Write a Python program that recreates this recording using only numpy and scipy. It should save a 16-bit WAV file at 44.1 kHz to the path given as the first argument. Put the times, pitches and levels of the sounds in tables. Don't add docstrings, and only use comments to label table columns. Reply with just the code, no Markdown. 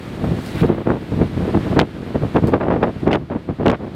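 import sys
import numpy as np
from scipy import signal
from scipy.fft import rfft, irfft, next_fast_len
from scipy.io import wavfile
from scipy.ndimage import uniform_filter1d

SR = 44100
rng = np.random.default_rng(int(sys.argv[2]) if len(sys.argv) > 2 else 0)


def persist_wave(psi):
    counts = np.round(np.clip(psi, -1, 1) * 32767).astype(np.int16)
    wavfile.write(sys.argv[1], SR, np.atleast_2d(counts).T)


N = 174195
TIME = np.arange(N) / SR
FFT_SIZE = next_fast_len(N, True)
FFT_HZ = np.fft.rfftfreq(FFT_SIZE, 1 / SR) + 1e-3


def amp(db):
    return 10 ** (np.asarray(db) / 20)


def unit(x):
    return x / np.sqrt(np.mean(x ** 2) + 1e-20)


def noise(gain):
    return unit(irfft(rfft(rng.standard_normal(FFT_SIZE)) * gain, FFT_SIZE)[:N])


def fluctuation(corner_hz):
    return noise(1 / (1 + (FFT_HZ / corner_hz) ** 2))


def coloured(spectrum):
    hz, db = np.transpose(spectrum)
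    return noise(amp(np.interp(np.log(FFT_HZ), np.log(hz), db)))


def envelope(t, start, hold, rise, fall):
    exponent = np.maximum(start - t, 0) / rise + np.maximum(t - start - hold, 0) / fall
    return np.exp(-np.minimum(exponent, 30))


def turbulence(hz, edge_hz, steepness=4.38):
    return 1 / edge_hz / (1 + (hz / edge_hz) ** steepness)


def airflow_density(t, hz, edge_shake):
    # (start [s], hold [s], relative level [dB], upper edge of the rumble [Hz])
    gusts = [(0.235, 0.055, -15, 233), (0.303, 0.015, -11, 194), (0.555, 0.017, -15.5, 198),
             (0.627, 0.026, -2.5, 280), (0.694, 0.024, -5.5, 377), (0.725, 0.088, -13, 395),
             (0.876, 0.034, -4.5, 375), (0.925, 0.04, -13.5, 396), (1.128, 0.094, -11.5, 197),
             (1.198, 0.044, -7, 242), (1.346, 0.099, -14, 180), (1.449, 0.048, -18, 386),
             (1.543, 0.041, -11.5, 272), (1.641, 0.035, -17.5, 274), (1.709, 0.027, -13.5, 255),
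             (1.776, 0.045, -4, 430), (1.791, 0.0033, -9, 1420), (2.065, 0.044, -21.5, 328),
             (2.158, 0.0032, -6.5, 384), (2.229, 0.02, -7.5, 275), (2.363, 0.014, -3, 510),
             (2.437, 0.012, -2.5, 257), (2.484, 0.0023, -9.5, 398), (2.537, 0.023, -0.5, 530),
             (2.613, 0.038, -8, 570), (2.67, 0.075, -5.5, 445), (2.764, 0.036, -8.5, 375),
             (2.829, 0.011, -2.5, 660), (2.865, 0.03, -9.5, 516), (2.963, 0.012, -16.5, 159),
             (3.03, 0.01, -12, 199.2), (3.077, 0.0094, 3, 400), (3.11, 0.049, 1.5, 650),
             (3.172, 0.07, -12, 189), (3.308, 0.017, -6.5, 500), (3.352, 0.017, -10, 404),
             (3.49, 0.019, -7, 250), (3.599, 0.033, -9, 323), (3.667, 0.03, 2.5, 430),
             (3.711, 0.025, -4.5, 585), (3.741, 0.0028, -9.5, 1490), (3.804, 0.072, -14.5, 387),
             (3.933, 0.022, -17.5, 273)]
    breeze_db = -25 + 2.5 * np.clip(fluctuation(corner_hz=11)[::len(TIME) // len(t) + 1], -2, 2)
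    density = amp(breeze_db) ** 2 * turbulence(hz, edge_hz=200 * edge_shake)
    for start, hold, db, edge_hz in gusts:
        pace = np.sqrt(edge_hz / 324)
        swell = envelope(t, start, hold, rise=0.013 / pace, fall=0.019 / pace)
        density += (amp(db) * swell) ** 2 * turbulence(hz, edge_hz * edge_shake * swell ** 0.33)
    return density


def puff_spectrum(puffs_per_s=680, spread_db=2.3, smooth_db=-7, lag_cycles=0.6982):
    puffs = (rng.random(N) < puffs_per_s / SR) * np.sign(rng.standard_normal(N))
    puffs *= amp(spread_db * rng.standard_normal(N))
    flow = unit(puffs) + amp(smooth_db) * rng.standard_normal(N)
    return rfft(flow, FFT_SIZE) * np.exp(-2j * np.pi * lag_cycles * np.log(FFT_HZ))


def wind(bass_cut_hz=86, port_hz=3020, eddy_db=1.5, gain_db=-2.29):
    t = TIME[::32]
    centres = np.geomspace(25, 16000, 20)
    hz, log_step = centres[:, None], np.log(centres[1] / centres[0])
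    eddies = np.clip(fluctuation(corner_hz=66)[::32], -2.5, 2.5)
    power = airflow_density(t, hz, edge_shake=np.exp(0.18 * (eddies - 0.25))) * hz * log_step
    power /= 1 + (bass_cut_hz / hz) ** 2
    power /= 1 + (hz / port_hz) ** 6.9
    flow, out = puff_spectrum(), np.zeros(N)
    for centre, gain in zip(centres, np.sqrt(power) * amp(eddy_db * eddies)):
        triangle = np.maximum(1 - abs(np.log(FFT_HZ / centre)) / log_step, 0)
        band = unit(irfft(flow * triangle, FFT_SIZE)[:N])
        running_rms = np.sqrt(uniform_filter1d(band ** 2, size=900) + 0.05)
        out += band / running_rms * np.interp(TIME, t, gain)
    return amp(gain_db) * out


def bumps(width_cycles=0.52):
    # (time [s], peak level [dB], frequency [Hz])
    knocks = [(0.317, -8.5, 173), (0.6225, 2.5, 184), (0.649, 3.5, 336), (0.7024, 7, 323), (0.904, 0, 1130),
              (1.218, -6, 240), (1.480, -8, 314.3), (1.567, -4, 223), (1.7714, -9, 258), (1.794, 5, 490),
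              (2.159, -4.5, 397), (2.487, -1, 335), (2.537, 5.5, 305), (2.668, -0.5, 670), (2.843, -7, 630),
              (3.034, 0, 258), (3.077, 13, 357), (3.36, 3, 251)]
    out = np.zeros(N)
    for time, db, hz in knocks:
        cycles = (TIME - time) * hz
        gaussian = np.exp(-np.minimum((cycles / width_cycles) ** 2, 50))
        out -= amp(db) * np.cos(2 * np.pi * cycles) * gaussian
    return out


def crackles(snap_s=0.00093):
    # (time [s], level [dB])
    overloads = [(1.7923, 2), (1.799, -2), (1.8151, -12), (2.366, -15), (2.834, -11.5), (3.078, -10),
                 (3.131, -1.5), (3.137, -11), (3.156, -8), (3.663, -5), (3.682, 0), (3.7, -4.5),
                 (3.7045, -6), (3.716, -7)]
    # (start [s], hold [s], level [dB])
    stretches = [(1.795, 0.024, -25), (3.112, 0.046, -19)]
    # (frequency [Hz], relative level [dB])
    spectrum = [(200, -17), (1000, 4), (3200, 2.5), (4200, -7.5), (6000, -19), (16000, -40)]
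    snaps = sum(amp(db) * envelope(TIME, time, 0, snap_s / 2, snap_s) for time, db in overloads)
    crunch = sum(amp(db) * envelope(TIME, start, hold, snap_s, 2 * snap_s) for start, hold, db in stretches)
    grains = amp(4.5 * fluctuation(corner_hz=300))
    return (snaps + crunch * grains) * coloured(spectrum)


def swish(swells, spectrum, grain_db, grain_hz):
    level = sum(amp(db) * envelope(TIME, peak, 0, rise, fall) for peak, rise, fall, db in swells)
    return level * coloured(spectrum) * amp(grain_db * fluctuation(grain_hz))


def rubs():
    # (peak time [s], rise [s], decay [s], level [dB])
    strokes = [(.475, .08, 0.087, -44.5), (.625, 0.047, 0.049, -44), (2.472, 0.00088, .011, -33)]
    # (frequency [Hz], relative level [dB])
    spectrum = [(1500, -10.5), (4200, 8), (6000, -2), (8500, -1), (16000, -11)]
    return swish(strokes, spectrum, grain_db=3.5, grain_hz=250)


def rub_swell():
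    # (peak time [s], rise [s], decay [s], level [dB])
    swell = (0.6, 0.06, 0.24, -31.5)
    # (frequency [Hz], relative level [dB])
    spectrum = [(150, -13), (500, 2.5), (2200, 1.5), (3900, -5), (6000, -30), (16000, -25)]
    return swish([swell], spectrum, grain_db=0.5, grain_hz=60)


def yard(wash_db=-32.5, hiss_db=-55, fade_db_per_s=1):
    # (frequency [Hz], relative level [dB])
    wash_spectrum = [(30, -26), (80, -2.5), (340, 2), (580, -6.5), (950, -10.5), (1500, -11), (3600, -18.5),
                     (4500, -23), (6000, -34.5), (16000, -63)]
    # (frequency [Hz], relative level [dB])
    hiss_spectrum = [(2000, -19), (5000, 1), (8500, 3), (12000, -2.5), (14500, -3), (16000, -17.5)]
    waver = amp(0.7 * fluctuation(corner_hz=12))
    wash = amp(wash_db) * coloured(wash_spectrum)
    hiss = amp(hiss_db - fade_db_per_s * TIME) * coloured(hiss_spectrum)
    return waver * (wash + hiss)


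def scene():
    return (rubs() + rub_swell() + wind() + bumps() + crackles() + yard())[None]


def record(dry, subsonic_hz=57, threshold_db=-9.5, recover_db_per_s=10.5, cutoff_hz=15850):
    x = signal.sosfilt(signal.butter(2, subsonic_hz, "highpass", fs=SR, output="sos"), dry[0])
    power = abs(uniform_filter1d(x ** 2, int(0.016 * SR)))
    over_db = np.maximum(10 * np.log10(power + 1e-12) - threshold_db, 0)
    recovery_db = recover_db_per_s * TIME
    held_db = np.maximum(np.maximum.accumulate(over_db + recovery_db), 3.5)
    x = x * amp(-uniform_filter1d(held_db - recovery_db, size=400))
    x = x / (1 + x ** 4) ** (1 / 4)
    low_pass = signal.firwin(511, cutoff_hz, window=("kaiser", 9), fs=SR)
    return signal.oaconvolve(x, low_pass, "same")[None]


dry = scene()
out = record(dry)
persist_wave(out)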